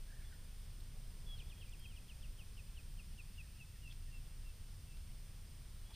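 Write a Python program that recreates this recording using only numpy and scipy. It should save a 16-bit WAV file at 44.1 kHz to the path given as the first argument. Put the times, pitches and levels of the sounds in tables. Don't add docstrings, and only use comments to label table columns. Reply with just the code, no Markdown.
import sys
import numpy as np
from scipy import signal
from scipy.fft import rfft, irfft
from scipy.io import wavfile
from scipy.ndimage import uniform_filter1d

SR = 44100
rng = np.random.default_rng(int(sys.argv[2]) if len(sys.argv) > 2 else 0)


def to_wav(sig):
    pcm = np.clip(np.atleast_2d(sig), -1, 1) * 32767
    pcm = np.round(pcm).astype(np.int16)
    wavfile.write(sys.argv[1], SR, pcm.T)


N = 262395
T = np.arange(N) / SR
FREQS = np.fft.rfftfreq(N, 1 / SR)

# f/Hz, density/dB
AIR_COLOUR = [(100, -106), (400, -102.5), (520, -103.5), (720, -106.5), (1300, -107), (2200, -106.5),
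              (3400, -104.5), (3900, -107.5), (4900, -105.5), (5700, -107), (6500, -111), (9500, -112),
              (12000, -113), (14500, -113.5), (15200, -108)]
# f/Hz, side over mid/dB
AIR_SIDE = [(100, -37.5), (400, -12.5), (1200, -9.5), (2600, -19), (5000, -11), (9000, -3.5), (14000, -6.5)]
# f/Hz, level/dB
ENGINE_PARTIALS = [(19, -66), (28.8, -53), (33.2, -66), (48.5, -67.5), (66.3, -70), (85.3, -67.5),
                   (137, -76.5), (146, -81), (220, -82.5)]
# t/s, level/dB
ENGINE_THROB = [(0.0, -51.5), (1.52, -49), (2.22, -63), (2.29, -42.5), (2.33, -56.5), (3.25, -50),
                (3.83, -61), (3.91, -47.5), (4.49, -50.5), (4.84, -57), (4.96, -48.5), (5.47, -56.5),
                (5.9, -49.5), (5.95, -67.5)]
# f/Hz, density/dB
ENGINE_RUMBLE = [(5, -85.5), (10, -70.5), (40, -73), (65, -74.5), (100, -78.5), (150, -84), (200, -91.5),
                 (280, -101), (450, -113), (900, -135)]
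# f/Hz, level/dB
UPPER_WHINES = [(11808, -91), (14086, -87), (14985, -93)]
# f/Hz, width/Hz, level/dB
CAMERA_HISS = [(5050, 44, -85), (10050, 510, -80.5)]
# centre t/s, length/s, f/Hz, width/Hz, level/dB
TACKLE_TICKS = [(.807, .0073, 3700, 1100, -66.5), (0.969, 0.013, 600, 700, -68),
                (1.695, .003, 6700, 2600, -65), (1.797, .004, 11900, 2200, -64),
                (3.913, 0.017, 3350, 497, -61), (3.926, .005, 4000, 3200, -58.5),
                (4.972, .004, 3200, 2500, -62.5), (5.908, 0.0054, 3520, 4000, -62.5),
                (5.909, 0.019, 955, 400, -66), (5.946, 0.012, 3640, 1500, -58.5)]
# t/s, length/s, first f/Hz, middle f/Hz, last f/Hz, level/dB
HOARSE_CALLS = [(.075, .11, 1558, 1730, 1774, -68.5), (.165, 0.064, 1720, 1686, 1240, -68.5),
                (.210, .046, 2210, 2140, 1960, -71), (.295, .069, 1820, 1790, 1780, -73),
                (.300, .055, 1685, 1495, 1470, -69.5)]
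# t/s, level/dB
FAR_PIPS = [(3.095, -77), (3.416, -76.5), (3.735, -72.5), (4.064, -75), (4.380, -78)]
# t/s, length/s, f/Hz, level/dB
FAR_PEEPS = [(0.24, 0.057, 3420, -69), (5.838, .14, 3336, -68.5)]
# t/s, hold/s, fall/s, first f/Hz, held f/Hz, last f/Hz, held level/dB, fall level/dB
WHISTLE_NOTES = [(1.260, .092, .085, 3410, 3300, 2400, -54, -64),
                 (1.525, .098, .085, 3270, 3240, 2380, -69, -65.5),
                 (1.782, .108, .078, 3205, 3195, 2400, -62, -65)]
# t/s, length/s, top f/Hz, level/dB
SONG_CHIRPS = [(1.373, 0.055, 4550, -58.5), (1.491, 0.046, 3800, -59), (1.6, 0.044, 3650, -60),
               (1.717, 0.036, 3600, -59), (1.828, .046, 3550, -61), (1.952, 0.04, 3600, -58.5),
               (2.078, 0.052, 3550, -61), (2.214, .052, 3600, -59), (2.373, 0.061, 3400, -60),
               (2.555, .058, 3320, -62), (2.749, 0.06, 3400, -61), (2.965, 0.06, 3260, -61),
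               (3.171, 0.05, 2980, -58), (3.374, 0.0473, 2960, -56), (3.581, 0.061, 3020, -58.5),
               (3.814, 0.098, 2920, -60), (4.107, 0.087, 2780, -62), (4.424, 0.1, 2780, -67),
               (4.863, 0.11, 2650, -70)]


def undb(db):
    return 10 ** (np.asarray(db) / 20)


def colour(points):
    hz, db = np.transpose(points)
    return undb(np.interp(np.log(FREQS + 1), np.log(hz), db))


def noise(gain):
    return irfft(rfft(rng.standard_normal(N)) * gain, N) * np.sqrt(SR / 2)


def band(hz, width_hz):
    x = noise(np.exp(-((FREQS - hz) / width_hz) ** 2 * 2))
    return x / x.std()


def follow(curve):
    s, db = np.transpose(curve)
    return undb(np.interp(T, s, db - db.mean()))


def tone(hz):
    return np.sin(2 * np.pi * (np.cumsum(hz) / SR + rng.random()))


def arch(length, first, middle, last):
    parabola = np.polyfit([0, .5, 1], [first, middle, last], 2)
    return np.polyval(parabola, np.linspace(0, 1, int(length * SR)))


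def add(out, start, x):
    i = int(start * SR)
    out[i:i + len(x)] += x[:max(N - i, 0)]


def air(stir_db=1.64, crossover_hz=900):
    gain = colour(AIR_COLOUR)
    low_share = 1 / (1 + (FREQS / crossover_hz) ** 2)
    highs = noise(gain * np.sqrt(1 - low_share))
    lows = noise(gain * np.sqrt(low_share)) * undb(stir_db * band(0, 1.3))
    mid = highs + lows
    side = noise(gain * colour(AIR_SIDE))
    return np.array([mid + side, mid - side])


def engine(drift=.01185, throb_db=-1, swell_db=.5, throb_below_hz=42):
    throb = undb(throb_db) * follow(ENGINE_THROB)
    swell = undb(swell_db * band(0, 2.6))
    hum = np.zeros(N)
    for hz, db in ENGINE_PARTIALS:
        partial = np.sqrt(2) * undb(db) * tone(hz * (1 + drift * band(0, 1.954)))
        hum += partial * (throb if hz < throb_below_hz else swell)
    return hum + swell * noise(colour(ENGINE_RUMBLE))


def camera(whine_hz=8631.4, whine_db=-73, frame_hz=59.94, gap=.1, pull_rad=.64, lean_right_db=3):
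    frame = T * frame_hz % 1
    in_gap = np.abs(frame - .5) > (1 - gap) / 2
    load = uniform_filter1d(np.where(in_gap, .2, 1.), size=50)
    lead = pull_rad * uniform_filter1d(frame, size=50)
    tones = [(whine_hz, whine_db)] + UPPER_WHINES
    whine = sum(undb(db) * np.sin(2 * np.pi * hz * T + lead) for hz, db in tones)
    hiss = sum(undb(db) * band(hz, width) for hz, width, db in CAMERA_HISS)
    pan = undb([[-lean_right_db / 2], [lean_right_db / 2]])
    return np.sqrt(2) * load * whine * pan + hiss


def tackle():
    return sum(undb(db) * np.exp(-2 * ((T - centre) / length) ** 2) * band(hz, width)
               for centre, length, hz, width, db in TACKLE_TICKS)


def across_pond(x, scatter_db, t60, bank_s=.165, bank_db=-19, width=.051):
    t = np.arange(SR) / SR
    tail = rng.standard_normal((2, SR)) * undb(-60 * t / t60) * (1 - np.exp(-t / .014))
    tail /= np.sqrt(np.sum(tail ** 2, axis=1, keepdims=True))
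    mid, side = (signal.fftconvolve(x, h)[:N] for h in tail)
    bank = undb(bank_db) * np.pad(x, (int(bank_s * SR), 0))[:N]
    return x + bank + undb(scatter_db) * np.array([mid + width * side, mid - width * side])


def sing(notes, waver, flutter_db, lateness=1, roundness=.6):
    out = np.zeros(N)
    pitch_wobble, level_wobble = band(0, 130), band(0, 130)
    for start, hz, db in notes:
        progress = np.linspace(0, 1, len(hz))
        here = (int(start * SR) + np.arange(len(hz))) % N
        swell = np.abs(np.sin(np.pi * progress ** lateness)) ** roundness
        gain = undb(db + flutter_db * level_wobble[here])
        add(out, start, swell * gain * tone(hz * (1 + waver * pitch_wobble[here])))
    return out


def far_birds(pip_s=.052, pip_hz=(1920, 1845, 1680)):
    hoarse = [(start, arch(length, *pitches), db) for start, length, *pitches, db in HOARSE_CALLS]
    pips = [(start, arch(pip_s, *pip_hz), db) for start, db in FAR_PIPS]
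    peeps = [(start, np.full(int(length * SR), float(hz)), db) for start, length, hz, db in FAR_PEEPS]
    return sing(hoarse, waver=.05, flutter_db=3) + sing(pips + peeps, waver=.01, flutter_db=2.5)


def whistles(attack_db=-11, fade_db=-7):
    out = np.zeros(N)
    for start, hold, fall, first, held, last, held_db, fall_db in WHISTLE_NOTES:
        t = np.arange(int((hold + fall) * SR)) / SR
        slack = np.clip((t - hold) / (.72 * fall), 0, 1)
        slide_hz = (last - held) * np.sin(np.pi / 2 * slack) ** 2
        hz = np.interp(t, [0, hold], [first, held]) + slide_hz
        stages = [0, .55 * hold, .9 * hold, 1.1 * hold, hold + fall]
        db = np.interp(t, stages, [held_db + attack_db, held_db, held_db, fall_db, fall_db + fade_db])
        add(out, start, undb(db) * signal.windows.tukey(len(t), .1) * tone(hz))
    return out


def song(low_hz=2490, relaxed_hz=2680, relax_at_s=3.7, relax_span_s=.15, bend=.85, turn=.93):
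    notes = []
    for start, length, top_hz, db in SONG_CHIRPS:
        relaxed = (1 + np.tanh((start - relax_at_s) / relax_span_s)) / 2
        landing_hz = low_hz + (relaxed_hz - low_hz) * relaxed
        progress = np.linspace(0, 1, int(length * SR))
        dive = np.cos(np.pi / 2 * (progress / turn) ** bend) ** 2
        notes.append((start, landing_hz + (top_hz - landing_hz) * dive, db))
    return sing(notes, waver=.012, flutter_db=2.4, lateness=1.3, roundness=.75)


def scene():
    lead_birds = across_pond(song() + whistles(), scatter_db=-14, t60=1.4)
    callers = across_pond(far_birds(), scatter_db=-6, t60=.95)
    return lead_birds + callers + engine() + air() + tackle() + camera()


def record(dry):
    high_cut = signal.ellip(12, .1, 70, 15270, fs=SR, output="sos")
    return signal.sosfilt(high_cut, dry)


dry = scene()
out = record(dry)
to_wav(out)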